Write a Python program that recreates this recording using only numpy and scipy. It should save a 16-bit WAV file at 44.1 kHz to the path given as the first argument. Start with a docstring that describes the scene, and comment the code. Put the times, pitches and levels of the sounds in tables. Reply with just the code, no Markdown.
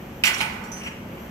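"""Climbing hardware on a steel grating

Gear drops on a steel platform in two rattling clanks, the second against a rail; then links and hooks
clink, squeak and scrape as it is lifted. Each impact excites damped normal modes: many close ones in
the deck, a few pure ones in each small part. The steel frame overhead reverberates. Behind it lie a
low outdoor rumble, airy hiss, a machine drone and a thin, high whine."""
import sys
import numpy as np
from scipy import signal
from scipy.fft import rfft, irfft, next_fast_len
from scipy.io import wavfile
from scipy.ndimage import map_coordinates

SR = 44100
rng = np.random.default_rng(int(sys.argv[2]) if len(sys.argv) > 2 else 0)


def dump(signal):
    """Clip the signal to [-1, 1] and save it as 16-bit WAV at the path in sys.argv[1]."""
    limited = np.clip(np.atleast_2d(signal).T, -1, 1)
    pcm = np.round(limited * 32767).astype(np.int16)
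    wavfile.write(sys.argv[1], SR, pcm)


N = 57330

# Spectra of the outdoor rumble and hiss: frequency_hz, relative_db
RUMBLE_SPECTRUM = [(15, -38), (24, -15), (35, -11.5), (55, -4.5), (100, -3.5), (150, -2), (195, -2),
                   (235, 3), (275, -8), (340, -5), (430, -9.5), (620, -14.5), (1200, -34), (3000, -66)]
AIR_SPECTRUM = [(40, -36), (150, -13), (500, 2.5), (900, 3.5), (1400, -2), (2200, -3), (3100, -6),
                (3700, -16), (5000, -18), (6000, -17), (7600, -20), (10500, -28), (11500, -22),
                (12400, -10), (13200, -27), (16000, -28)]
# Tones of the machine: pitch_hz, level_db
DRONE_TONES = [(188, -46.5), (221, -50), (546, -51)]
# Envelope of the whine's upper partial: time_s, level_db
WHINE_ENVELOPE = [(0, -60), (.2, -62), (.6, -73), (.95, -73), (1.2, -56.5), (1.3, -65)]
# Decay times of the overhead frame and of the grating: frequency_hz, t60_s
FRAME_DECAY = [(300, 1.7), (1200, 2.13), (2600, 0.85), (4500, 0.7), (9000, 0.5), (15000, 0.51)]
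GRATING_DECAY = [(500, 1), (1200, 0.99), (2500, 0.37), (4500, 0.61), (9000, 0.51), (15000, 0.23)]
# Spectra of a scrape, a tick, a crash and the grating's dense modes: frequency_hz, relative_db
SCRAPE_SPECTRUM = [(500, -27), (1200, -7), (1800, -4), (2500, 2), (3000, 0), (3600, -21), (8000, -20),
                   (16000, -67)]
TICK_SPECTRUM = [(1000, -32), (3500, -4), (5300, 5), (7500, 2), (10500, 3.5), (13000, -11), (16000, -24)]
CRASH_SPECTRUM = [(200, -39), (520, -28), (720, -14.5), (1000, -21), (1600, -18), (2050, 1), (2350, 4),
                  (3000, 2.5), (3700, -8.5), (5000, -7), (8000, -17.5), (11000, -14), (16000, -29)]
GRATING_SPECTRUM = [(200, 3.5), (500, -17), (720, -10.5), (1100, -6.5), (1500, -1.5), (1750, -2.5),
                    (2050, 3.5), (2950, 2.5), (3600, -6), (4800, -12.5), (8000, -17), (11000, -18),
                    (16000, -11)]
# Strongest modes of each small part (by name), the deck and the rail: pitch_hz, relative_db, t60_s
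PART_MODES = {"shackle": [(5798, 0, .85), (9597, -16, .6), (13585, -17, .5)], "link": [(4430, -5, .3),
              (7315, 0, .38), (8180, -6, .35), (9602, -9, .4), (13995, -7, .16), (14990, -14, .22)],
              "ring": [(6216, 0, .36), (13990, -22, .4)], "hook": [(8942, 0, .8), (13280, -17, .3)]}
DECK_MODES = [(1281, -6, .7), (1486, -3, .6), (1540, -3, .6), (1972, -3, .3), (2005, 2, .45),
              (2045, -3, .4), (2144, -6, .45), (2305, -4, .45), (2598, -1, .3), (2699, 0, .3),
              (2805, -4, .3), (2866, -1, .4), (3125, -6, .3), (3230, -6, .3)]
RAIL_MODES = [(835, -3, .25), (877, -2, .28), (910, 0, .4), (950, -5, .3), (2275, -4, .4), (2377, -3, .38),
              (2436, 0, .42), (2511, -4, .42), (2538, -3, .4)]
# Gear dragged over the deck: peak_s, half_length_s, level_db
SCRAPE_STROKES = [(0.874, 0.071, -37), (1.187, 0.017, -47.5)]
# Links sliding on each other: peak_s, half_length_s, centre_hz, level_db
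LINK_SLIDES = [(0.346, 0.0055, 5700, -30), (0.339, 0.0069, 5850, -39), (0.409, 0.015, 3840, -34.5)]
# Knocks between small parts: start_s, part, ring_db, tick_db, free_ringing_s, left_over_right_db
PART_KNOCKS = [(.2520, "shackle", -30, -35, .01, -8), (.2530, "link", -33, -35, .015, -4),
               (.2660, "link", -31, -35, .004, -8), (.2750, "shackle", -32, -36, .002, -8),
               (.3435, "shackle", -40, -40, .002, -9), (.3800, "hook", -42, -35, .09, -6),
               (.4100, "hook", -42.5, -36, .06, -7), (.5325, "hook", -68, -50, .004, -7),
               (.6377, "link", -53, -51, .03, -2), (.6385, "shackle", -54, -57, .07, -3),
               (.7171, "ring", -39.5, -47, .08, -6), (.7185, "shackle", -41, -55, .12, -6),
               (.7650, "link", -53.5, -51, .08, -4), (.7770, "link", -60, -50, .04, -4),
               (.8060, "ring", -57, -53, .01, -5), (.8343, "shackle", -47, -49, .06, -1),
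               (.8450, "link", -56, -53, .02, -1)]
# Blows on the deck: start_s, level_db, boom_db, treble_db, left_over_right_db, rail_over_blow_db
DECK_BLOWS = [(.2371, -14.5, 2, -2, -8, -25), (.2450, -28, -3, 3, -1, -22), (.2545, -23, -3, 3, -4, -22),
              (.2680, -20, 3, -2, -8, -22), (.2770, -23, -6, 1, -2, -22), (.2900, -29, -4, -1, 1, -20),
              (.3040, -30, 0, -6, -6, -20), (.3425, -35, -3, 1, -6, -20), (.4057, -21, 5, -6, -7, -12),
              (.4124, -28, 6, 1, -5, -12), (.4200, -32, 6, -1, -5, -12), (.4950, -39, 2, -3, -5, -14),
              (.8345, -42, -4, 0, -1, -18), (.8700, -38, -8, -18, -2, -20)]

TOP_HZ = 15800
LEFT_LEAD_S, STEREO_SPREAD_RAD = 0.00016, 1
ATTACK_S, TICK_T60_S, CRASH_T60_S, CRACK_T60_S = 0.0004, 0.18, 0.094, 0.011
CAUGHT_DB_PER_S = 315  # extra damping once a part is caught by its neighbours
BOOM_HZ, TREBLE_HZ, SQUEAK_WIDTH_HZ = 790, 4100, 460
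WHINE_HZ, WHINE_SAG_HZ_PER_S = 6005, 45


def amp(db):
    """Amplitude ratio of a level in decibels."""
    return 10 ** (np.asarray(db) / 20)


def unit(x):
    """Normalisation to an rms of 1."""
    return x / np.sqrt(np.mean(x ** 2) + 1e-20)


def along(points, hz):
    """Interpolation of (frequency_hz, value) points on a logarithmic frequency axis."""
    knot_hz, values = np.transpose(points)
    return np.interp(np.log(hz + 1), np.log(knot_hz + 1), values)


def filtered(x, response):
    """Linear filtering: the spectrum of x times a frequency response."""
    size = next_fast_len(N + 8192)
    return irfft(rfft(x, size) * response(np.fft.rfftfreq(size, 1 / SR)), size)[..., :N]


def noise(spectrum, spread_rad=STEREO_SPREAD_RAD):
    """Partly coherent stereo noise of rms 1; a spread of 0 makes both sides alike."""
    mid, side = filtered(rng.standard_normal((2, N)), lambda hz: amp(along(spectrum, hz)))
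    return unit(np.cos(spread_rad / 2) * mid + np.sin(spread_rad / 2) * np.array([side, -side]))


def wobble(rate_hz):
    """Smooth random modulation: a spline through rate_hz knots a second."""
    return map_coordinates(rng.standard_normal(256), [np.arange(N) * rate_hz / SR], mode="mirror")


def add(out, start_s, sound, pan_db):
    """Superposition of one event, with a quick attack and a level difference between the sides."""
    start = round(start_s * SR)
    rise = 1 - np.exp(-np.arange(N - start) / SR / ATTACK_S)
    out[:, start:] += sound[:, :N - start] * rise * amp([[pan_db / 2], [-pan_db / 2]])


def decay(t60_s):
    """Exponential decay by 60 dB in t60_s."""
    return amp(-60 * np.arange(N) / SR / t60_s)


def damped(x, decay_times):
    """Frequency-dependent damping: each band of x decays at its own rate."""
    hz, t, bands = signal.stft(x, SR, nperseg=256)
    fade = amp(-60 * t / along(decay_times, hz)[:, None])
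    return signal.istft(bands * fade, SR, nperseg=256)[1][:, :N]


def ring(modes, scatter_db, free_s=np.inf):
    """Free vibration as a sum of damped modes, each with its own phase left and right."""
    t, out = np.arange(N) / SR, np.zeros((2, N))
    caught_db = CAUGHT_DB_PER_S * np.maximum(t - free_s, 0)
    for hz, db, t60_s in modes:
        scatter, left, right = rng.standard_normal(3)
        phase = rng.uniform(0, 2 * np.pi) + STEREO_SPREAD_RAD * np.array([[left], [right]])
        envelope = amp(db - scatter_db * scatter - caught_db) * decay(t60_s)
        out += envelope * np.sin(2 * np.pi * hz * t + phase)
    return np.sqrt(2) * out


def outdoor_noise():
    """Broadband noise: a distant rumble, nearly coherent between the sides, and a diffuse hiss."""
    rumble = amp(-39 + 0.75 * wobble(rate_hz=9.3)) * noise(RUMBLE_SPECTRUM, spread_rad=0.17)
    hiss = amp(-44 + 0.9 * wobble(rate_hz=4.12)) * noise(AIR_SPECTRUM, spread_rad=1.455)
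    return rumble + hiss


def machine_drone():
    """Low tones waver under random amplitude and frequency modulation."""
    out = np.zeros(N)
    for hz, db in DRONE_TONES:
        envelope = amp(db + 2.6 * wobble(rate_hz=12.5))
        pitch_hz = hz + 3 * wobble(rate_hz=14.35)
        out += envelope * np.sin(2 * np.pi * np.cumsum(pitch_hz) / SR)
    return out


def whine():
    """A sagging fundamental and its stronger second harmonic fade and return, a little to the left."""
    t = np.arange(N) / SR
    pitch_hz = WHINE_HZ - WHINE_SAG_HZ_PER_S * t + 6 * wobble(rate_hz=78)
    phase = 2 * np.pi * np.cumsum(pitch_hz) / SR
    level_db = np.interp(t, *np.transpose(WHINE_ENVELOPE)) + 2.8 * wobble(rate_hz=23)
    partials = amp(-8) * np.sin(phase) + np.sin(2 * phase)
    return amp(level_db) * partials * amp([[2], [-2]])


def frame_reverberation(x):
    """Convolution with a decaying noise tail, the impulse response of the steel frame and roof."""
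    tail = damped(rng.standard_normal((2, N)), FRAME_DECAY)
    return signal.fftconvolve(x, tail / np.linalg.norm(tail[0]), axes=1)[:, :N]


def scrapes():
    """Sliding friction: gear dragged over the grating makes soft swells of grainy noise."""
    t = np.arange(N) / SR
    strokes = sum(amp(db) * np.exp(-((t - peak_s) / half_s) ** 2)
                  for peak_s, half_s, db in SCRAPE_STROKES)
    grain = amp(4 * wobble(rate_hz=61))
    return strokes * unit(grain * noise(SCRAPE_SPECTRUM))


def squeaks():
    """Friction of link on link gives brief narrow-band rasps on the right."""
    t, out = np.arange(N) / SR, np.zeros((2, N))
    for peak_s, half_s, centre_hz, db in LINK_SLIDES:
        rasp = filtered(noise(TICK_SPECTRUM),
                        lambda hz: np.exp(-((hz - centre_hz) / SQUEAK_WIDTH_HZ) ** 2))
        out += amp(db) * np.exp(-((t - peak_s) / half_s) ** 2) * unit(rasp)
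    return out * amp([[-3], [3]])


def clinks():
    """Impacts of small steel parts: a tick, then a few modes, amplitude-modulated as the part swings."""
    out = np.zeros((2, N))
    for start_s, part, ring_db, tick_db, free_s, pan_db in PART_KNOCKS:
        tick = amp(tick_db) * noise(TICK_SPECTRUM) * decay(TICK_T60_S)
        swing_db = 1.5 * np.array([wobble(rate_hz=70), wobble(rate_hz=70)])
        tone = amp(ring_db + swing_db) * ring(PART_MODES[part], scatter_db=1.5, free_s=free_s)
        add(out, start_s, tick + tone, pan_db)
    return out


def grating(mode_hz):
    """High modal density: the struck grating's many close modes merge into a noise-like ring."""
    phase = rng.uniform(0, 2 * np.pi, len(mode_hz))
    phase = phase + STEREO_SPREAD_RAD * rng.standard_normal((2, len(mode_hz)))
    strength = amp(along(GRATING_SPECTRUM, mode_hz)) * np.sqrt(mode_hz)  # offsets the widening spacing
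    spectrum = np.zeros((2, N // 2 + 1), complex)
    spectrum[:, (mode_hz * N / SR).astype(int)] = strength * np.exp(1j * phase)
    return damped(unit(irfft(spectrum, N)), GRATING_DECAY)


def blow_colour(x, boom_db, treble_db):
    """Spectral weighting of one blow: a low peak and a treble shelf."""
    def response(hz):
        peak = np.exp(-(np.log2((hz + 1) / BOOM_HZ) / 0.51) ** 2)
        shelf = 1 - 1 / (1 + (hz / TREBLE_HZ) ** 4)
        return amp(boom_db * peak + treble_db * shelf)
    return filtered(x, response)


def clanks(mode_count=600):
    """Impact excitation: each blow gives a crack and a short crash, then deck and rail ring on."""
    out = np.zeros((2, N))
    log_position = (np.arange(mode_count) + rng.random(mode_count)) / mode_count
    mode_hz = 350 * (TOP_HZ / 350) ** log_position
    contact = amp(-14) * decay(CRACK_T60_S) + amp(1.5) * decay(CRASH_T60_S)
    for start_s, db, boom_db, treble_db, pan_db, rail_db in DECK_BLOWS:
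        crash = contact * noise(CRASH_SPECTRUM)
        deck = amp(-8.5) * grating(mode_hz) + amp(-19.5) * ring(DECK_MODES, scatter_db=0.5)
        rail = amp(rail_db) * ring(RAIL_MODES, scatter_db=0.5)
        blow = blow_colour(crash + deck, boom_db, treble_db) + rail
        add(out, start_s, amp(db) * blow, pan_db)
    return out


def scene():
    """Superposition of gear, reverberation and background; the gear is louder right but earlier left."""
    gear = clanks() + clinks() + squeaks() + scrapes()
    advance_s = np.array([[0.5], [-0.5]]) * LEFT_LEAD_S
    direct = filtered(gear, lambda hz: np.exp(2j * np.pi * hz * advance_s))
    return direct + amp(-10.5) * frame_reverberation(direct) + outdoor_noise() + machine_drone() + whine()


def record(dry):
    """Band limiting: an ideal low-pass filter removes everything above TOP_HZ."""
    return filtered(dry, lambda hz: hz < TOP_HZ)


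dry = scene()
out = record(dry)
dump(out)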